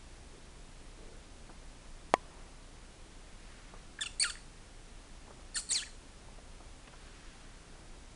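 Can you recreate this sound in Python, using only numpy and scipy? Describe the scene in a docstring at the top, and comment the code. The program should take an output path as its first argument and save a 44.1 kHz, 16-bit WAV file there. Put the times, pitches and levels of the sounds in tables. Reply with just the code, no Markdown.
"""A low hum and steady hiss fill a quiet kitchen. Sleeves and feathers brush, and someone knocks
softly at the counter now and then. At 2.1 s a hard contact gives one sharp, close click.
Near 4 s and again near 5.6 s a barn owl close by gives a pair of squeaky chirps among short pips
and squeaks: its syrinx slides and breaks in pitch, and its windpipe and beak colour the voice.
The soft work goes on to the end. Owl and chores ring briefly in the tiled room."""
import sys
import numpy as np
from scipy import signal
from scipy.fft import rfft, irfft, next_fast_len
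from scipy.io import wavfile
from scipy.ndimage import uniform_filter1d

SR = 44100
rng = np.random.default_rng(int(sys.argv[2]) if len(sys.argv) > 2 else 0)


def master_out(mix):
    """Clip the mix to full scale and print it as 16-bit PCM to the path in sys.argv[1]."""
    frames = np.transpose(np.atleast_2d(mix))
    ceiling = np.clip(frames, -1, 1)
    pcm = np.round(ceiling * 32767).astype(np.int16)
    wavfile.write(sys.argv[1], SR, pcm)


N = 359415
T = np.arange(N) / SR


def undb(db):
    """Decibels to gain."""
    return 10 ** (np.asarray(db) / 20)


def unit_rms(x):
    """Scale to rms 1."""
    return x / np.sqrt(np.mean(x ** 2) + 1e-18)


def add(out, time_s, x):
    """Mix x into out from time_s."""
    i = int(time_s * SR)
    out[i:i + len(x)] += x[:len(out) - i]


def decay(t, t60_s):
    """Exponential fall, 60 dB in t60_s."""
    return undb(-60 * t / t60_s)


def resonance(f, centre_hz, width_hz):
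    """Gain of one resonance at frequencies f."""
    return 1 / np.sqrt(1 + ((f ** 2 - centre_hz ** 2) / (f * width_hz + 1e-9)) ** 2)


def colour(f, points):
    """Gain of a (frequency [Hz], level [dB]) curve at frequencies f."""
    hz, db = np.transpose(points)
    return undb(np.interp(np.log(f + 1e-9), np.log(hz), db))


def noise(size, gain):
    """Noise of rms 1 with spectrum gain(f)."""
    n_fft = next_fast_len(size)
    f = np.arange(n_fft // 2 + 1) * SR / n_fft
    spectrum = rfft(rng.standard_normal(n_fft)) * gain(f)
    return unit_rms(irfft(spectrum, n_fft)[:size])


def waver(size, hz):
    """Random motion of rms 1, up to about hz."""
    return noise(size, lambda f: 1 / (1 + (f / hz) ** 4))


# hum tones: (frequency [Hz], level [dB])
HUM_TONES = [(30.3, -55.5), (60, -65.5)]

def hum(drift_rad=0.416, drift_hz=4.2, flutter=0.17, flutter_hz=19.0):
    """Low tones, slightly unsteady in phase and level."""
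    tones = np.zeros(N)
    for hz, db in HUM_TONES:
        phase = 2 * np.pi * hz * T + drift_rad * waver(N, drift_hz)
        tones += undb(db) * np.sqrt(2) * np.sin(phase)
    return tones * (1 + flutter * waver(N, flutter_hz))


# hiss spectrum: (frequency [Hz], relative density [dB])
HISS_SPECTRUM = [(12, -10.5), (20, 1), (38, -6.5), (55, -9.5), (75, -11.5), (196, -17), (269, -17.5),
                 (307, -18.5), (390, -20), (470, -22), (551, -22.5), (1250, -26.5), (2080, -28.5),
                 (9930, -34.5), (11300, -36), (14700, -79), (22000, -120)]

def hiss(level_db=-53.5):
    """Steady broadband noise, strongest in the bass."""
    return undb(level_db) * noise(N, lambda f: colour(f, HISS_SPECTRUM))


# brush strokes: (centre time [s], length [s], level [dB], centre [Hz], width [Hz])
BRUSH_STROKES = [(0.35, 0.118, -60, 388, 150), (1.091, 0.48, -59, 416, 294), (2.333, 0.574, -62, 786, 1200),
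                 (3.579, 0.98, -62.5, 1480, 2420), (7.203, 1.35, -63, 1700, 3600),
                 (7.5, 1.3, -70.5, 1560, 450)]

def brushing(grain_db=0.5, grain_hz=45):
    """Sleeves and feathers rub: soft, grainy swells of band noise."""
    out = np.zeros(N)
    for centre_s, length_s, db, centre_hz, width_hz in BRUSH_STROKES:
        size = int(length_s * SR)
        friction = noise(size, lambda f: resonance(f, centre_hz, width_hz) ** 2)
        grain = undb(grain_db * waver(size, grain_hz))
        stroke = unit_rms(friction * grain) * np.hanning(size)
        add(out, max(centre_s - length_s / 2, 0), undb(db) * stroke)
    return out


# counter knocks: (time [s], level [dB], low-pass cutoff [Hz])
COUNTER_KNOCKS = [(1.492, -43.5, 1350), (3.736, -46, 1410), (5.277, -48, 1400), (5.306, -47.5, 1400),
                  (5.392, -54.5, 2000), (6.285, -50.5, 1200), (6.383, -49.5, 1100), (6.603, -50, 1400),
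                  (6.873, -49, 3420), (6.934, -49, 1500), (7.751, -50.5, 1710)]

def knocks(highpass_hz=150, attack_s=0.00257, t60_s=0.0694):
    """Soft impacts at the counter: dull, fast-decaying noise bursts."""
    out, t = np.zeros(N), T[:SR // 3]
    envelope = np.minimum(t / attack_s, 1) * decay(t, t60_s)
    for time_s, db, top_hz in COUNTER_KNOCKS:
        thud = noise(len(t), lambda f: f / np.hypot(f, highpass_hz) / (1 + (f / top_hz) ** 7))
        add(out, time_s, undb(db) * thud * envelope)
    return out


# modes rung by the click: (frequency [Hz], level [dB], t60 [s])
CONTACT_MODES = [(748, -17.5, 0.0167), (1014, -30, 0.0894), (1125, -28, 0.047), (1805, -47.5, 0.069),
                 (1930, -19.5, 0.0165), (2179, -21.5, 0.0151), (2665, -28.5, 0.0107), (3230, -26, 0.0105),
                 (4380, -29, 0.0051), (6490, -26.5, 0.0079), (7950, -39.5, 0.011)]

def click(time_s=2.1393, push_db=-8.5, pulse_s=0.001238, rebound=0.84,
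          crack_db=-25, crack_t60_s=0.0079, crack_hz=2500):
    """A close, hard contact: one push and rebound, a crack and a short ring."""
    out, t = np.zeros(N), T[:SR // 5]
    pulse = -np.sin(2 * np.pi * t / pulse_s) * (t < pulse_s)
    pulse[t >= pulse_s / 2] *= rebound
    ring = sum(undb(db) * decay(t, t60_s) * np.sin(2 * np.pi * hz * t)
               for hz, db, t60_s in CONTACT_MODES)
    crack = noise(len(t), lambda f: 1 / np.hypot(1, f / crack_hz)) * decay(t, crack_t60_s)
    add(out, time_s, undb(push_db) * pulse)
    add(out, time_s + pulse_s / 2, ring + undb(crack_db) * crack)
    return out


def hold_fade_db(size, hold_share=0.55, fade_db=5):
    """Level contour of a short call: hold, then fade."""
    return np.interp(np.linspace(0, 1, size), [hold_share, 1], [0, -fade_db])


# owl pips: (time [s], length [s], start pitch [Hz], end pitch [Hz], level [dB])
OWL_PIPS = [(3.989, 0.0078, 2080, 1146, -40), (4.354, 0.00516, 2105, 1490, -46.5),
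            (4.367, 0.0138, 1392, 2220, -55.5), (5.822, 0.0171, 1519, 1901, -43.5),
            (5.833, 0.011, 2190, 2590, -47), (5.863, 0.0217, 2226, 1586, -55)]

def pips(jitter=0.08, jitter_hz=400, octave_db=-22):
    """At low pressure the syrinx swings gently: short, nearly pure sliding whistles."""
    out = np.zeros(N)
    for time_s, length_s, start_hz, end_hz, db in OWL_PIPS:
        size = int(length_s * SR)
        hz = np.linspace(start_hz, end_hz, size) * (1 + jitter * waver(size, jitter_hz))
        phase = 2 * np.pi * np.cumsum(hz) / SR
        whistle = np.sqrt(2) * (np.sin(phase) + undb(octave_db) * np.sin(2 * phase))
        envelope = undb(db + hold_fade_db(size)) * signal.windows.tukey(size, 0.2)
        add(out, time_s, whistle * envelope)
    return out


# windpipe and beak resonances: (centre [Hz], width [Hz], gain [dB])
THROAT_RESONANCES = [(1562, 1340, 0.5), (3153, 1600, 2.5), (4424, 428, 8), (5370, 440, -9), (7180, 960, -4),
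                     (8138, 1353, 7), (10150, 440, -8)]

def throat(f):
    """Gain of the owl's windpipe and beak: resonances summed in power."""
    return np.sqrt(sum((undb(db) * resonance(f, hz, width_hz) ** 2) ** 2
                       for hz, width_hz, db in THROAT_RESONANCES))


def brightening_db(hz, db_per_oct=13.5, push_db=3.5, push_oct_per_s=4.7, smooth_s=0.0042):
    """The voice brightens with pitch, and while the owl pushes the pitch up."""
    rise_oct_per_s = uniform_filter1d(np.gradient(np.log2(hz)) * SR, int(smooth_s * SR))
    return db_per_oct * np.log2(hz / hz.mean()) + push_db * np.tanh(rise_oct_per_s / push_oct_per_s)


def syrinx(hz, db, odd_db, bright_db, rough, slope_db_per_oct=0, jitter=0.0484, shimmer=0.127,
           settle_s=0.0033, edge_s=0.00063, shelf_hz=5600, leak_db=-26, rasp_db=-5, rasp_leak_db=-20):
    """The owl's voice; when its half cycles match, odd harmonics fade and it squeaks an octave up."""
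    t = T[:len(hz)]
    # rougher as the swing starts and stops; roughness scatters pitch and strength
    rough = rough + 0.1 * np.exp(-t / settle_s) + 0.39 * np.exp((t - t[-1]) / settle_s)
    phase = 2 * np.pi * np.cumsum(hz * (1 + jitter * rough * waver(len(t), hz=770))) / SR
    strength = 1 + shimmer * rough * waver(len(t), hz=650)
    k = np.arange(1, 9)[:, None]
    shelf_db = (bright_db + brightening_db(hz)) / (1 + (shelf_hz / (k * hz)) ** 7)
    source_db = odd_db * (k % 2) + shelf_db + slope_db_per_oct * np.log2(np.minimum(k, 3))
    gain = undb(source_db) * (throat(k * hz) + undb(leak_db)) * (k * hz < SR / 3)
    harmonics = np.sin(k * phase + rng.uniform(0, 2 * np.pi, k.shape))
    voice = np.sqrt(2) * np.sum(gain * harmonics, axis=0) / np.linalg.norm(gain, axis=0)
    # air rasps through the beak once a cycle
    air = noise(len(t), lambda f: (throat(f) + undb(rasp_leak_db)) * np.sqrt(f))
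    rasp = undb(rasp_db) * rough * air * (1 + np.cos(phase))
    gate = np.clip(np.minimum(t, t[-1] - t) / edge_s, 0, 1)
    return (voice * strength + rasp) * undb(db) * gate


# chirp slides, the last two joined in one chirp; points: (time [s], pitch [Hz], relative level [dB])
CHIRP_SLIDES = [
    [(4.008, 1605, -37.5), (4.012, 1893, -34), (4.02, 1727, -30), (4.028, 1746, -36.5),
     (4.034, 1485, -37.5), (4.041, 1108, -43.5)],
    [(4.197, 1996, -26), (4.209, 2377, -28.5), (4.221, 2147, -26.5), (4.229, 2266, -23),
     (4.233, 2800, -31.5), (4.243, 1799, -29.5), (4.251, 1405, -32.5), (4.263, 1414, -35.5),
     (4.277, 1232, -43.5), (4.294, 1215, -46)],
    [(5.555, 1776, -35.5), (5.561, 1849, -32), (5.565, 1793, -32), (5.571, 1450, -32.5),
     (5.575, 1417, -29.5), (5.579, 1505, -33.5), (5.592, 1128, -50.5)],
    [(5.69, 2003, -36.5), (5.696, 2387, -44.5), (5.704, 2134, -32.5), (5.712, 1832, -32), (5.72, 2049, -26),
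     (5.729, 2339, -33)],
    [(5.73, 3558, -22), (5.736, 3414, -33.5), (5.748, 2498, -33.5), (5.76, 2159, -28), (5.776, 1957, -33.5),
     (5.806, 1336, -43.5), (5.829, 1712, -49)],
]
# voice per slide: (break time [s], odd harmonics before [dB], odd harmonics after [dB],
# brightness [dB], slope of harmonics 1-3 after [dB/oct], roughness [ratio])
CHIRP_VOICES = [(4.032, -5, -8.5, -5, -5, 0.33), (4.230, -7, -0.5, -0.5, -6.5, 0.29),
                (5.569, 8.5, 7, 3.5, 2, 0.52), (5.71, -38.5, -1.5, 3.5, 1.5, 0.31),
                (5.744, -39.5, -16, -5.5, -3.5, 0.6)]

def chirps(gain_db=-1.45, overhang_s=0.00175, break_s=0.003, break_rough=0.288, rough_ramp=0.61):
    """Each slide of the syrinx coarsens as it goes and breaks once: a rasp, a new harmonic balance."""
    out = np.zeros(N)
    for slide, voice in zip(CHIRP_SLIDES, CHIRP_VOICES):
        times_s, pitches_hz, levels_db = np.transpose(slide)
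        break_at_s, odd_before_db, odd_after_db, bright_db, slope_db_per_oct, base_rough = voice
        t = np.arange(times_s[0], times_s[-1] + overhang_s, 1 / SR)
        hz = np.interp(t, times_s, pitches_hz)
        db = np.interp(t, times_s, levels_db) + gain_db
        broken = (1 + np.tanh((t - break_at_s) / break_s)) / 2
        rough = base_rough * np.linspace(1 - rough_ramp, 1 + rough_ramp, len(t))
        rough += break_rough * np.sin(np.pi * broken)
        odd_db = odd_before_db + (odd_after_db - odd_before_db) * broken
        add(out, times_s[0], syrinx(hz, db, odd_db, bright_db, rough, slope_db_per_oct * broken))
    return out


# owl squeaks: (time [s], length [s], start pitch [Hz], middle pitch [Hz], end pitch [Hz],
# level [dB], odd harmonics [dB], brightness [dB], roughness [ratio])
OWL_SQUEAKS = [(4.059, 0.01597, 1473, 1379, 1284, -38, -12, -12, 0.31),
               (4.297, .013, 1835, 1546, 1282, -38, -0.5, -4, 0.48),
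               (5.545, 0.0145, 2344, 2172, 2300, -42.5, -23, 4, 0.25),
               (5.581, .025, 1955, 2168, 2628, -40, -15.5, 7, 1.06)]

def squeaks():
    """Short calls of the syrinx, each with one pitch bend."""
    out = np.zeros(N)
    for time_s, length_s, *pitches_hz, db, odd_db, bright_db, rough in OWL_SQUEAKS:
        size = int(length_s * SR)
        bend = np.polyfit([0, 0.5, 1], pitches_hz, 2)
        hz = np.polyval(bend, np.linspace(0, 1, size))
        add(out, time_s, syrinx(hz, db + hold_fade_db(size), odd_db, bright_db, rough))
    return out


# spectrum of the tiled room's ring: (frequency [Hz], relative level [dB])
ROOM_SPECTRUM = [(300, -11.5), (1500, -7), (3000, -5), (4400, -4), (5800, 3), (8000, -2.5), (11000, -3.5)]

def kitchen(x, early_db=-16, early_t60_s=0.186, ring_db=-12, ring_t60_s=0.433, predelay_s=0.005):
    """Direct sound, quick reflections from near surfaces and the room's short, bright ring."""
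    t = T[:SR // 2]
    response = np.zeros(len(t))
    for db, t60_s in ((early_db, early_t60_s), (ring_db, ring_t60_s)):
        tail = noise(len(t), lambda f: colour(f, ROOM_SPECTRUM)) * decay(t, t60_s)
        response += undb(db) * tail / np.linalg.norm(tail)
    out = x.copy()
    add(out, predelay_s, signal.fftconvolve(x, response)[:N])
    return out


def scene():
    """Mono mix: chores and owl through the room; hum, hiss and click direct."""
    chores = brushing() + knocks()
    owl = pips() + chirps() + squeaks()
    return (hum() + hiss() + click() + kitchen(chores + owl))[None]


def record(dry, cutoff_hz=10650):
    """Steep low-pass."""
    lowpass = signal.firwin(105, cutoff_hz, window=("kaiser", 8), fs=SR)
    return signal.fftconvolve(dry, lowpass[None], mode="same")


dry = scene()
out = record(dry)
master_out(out)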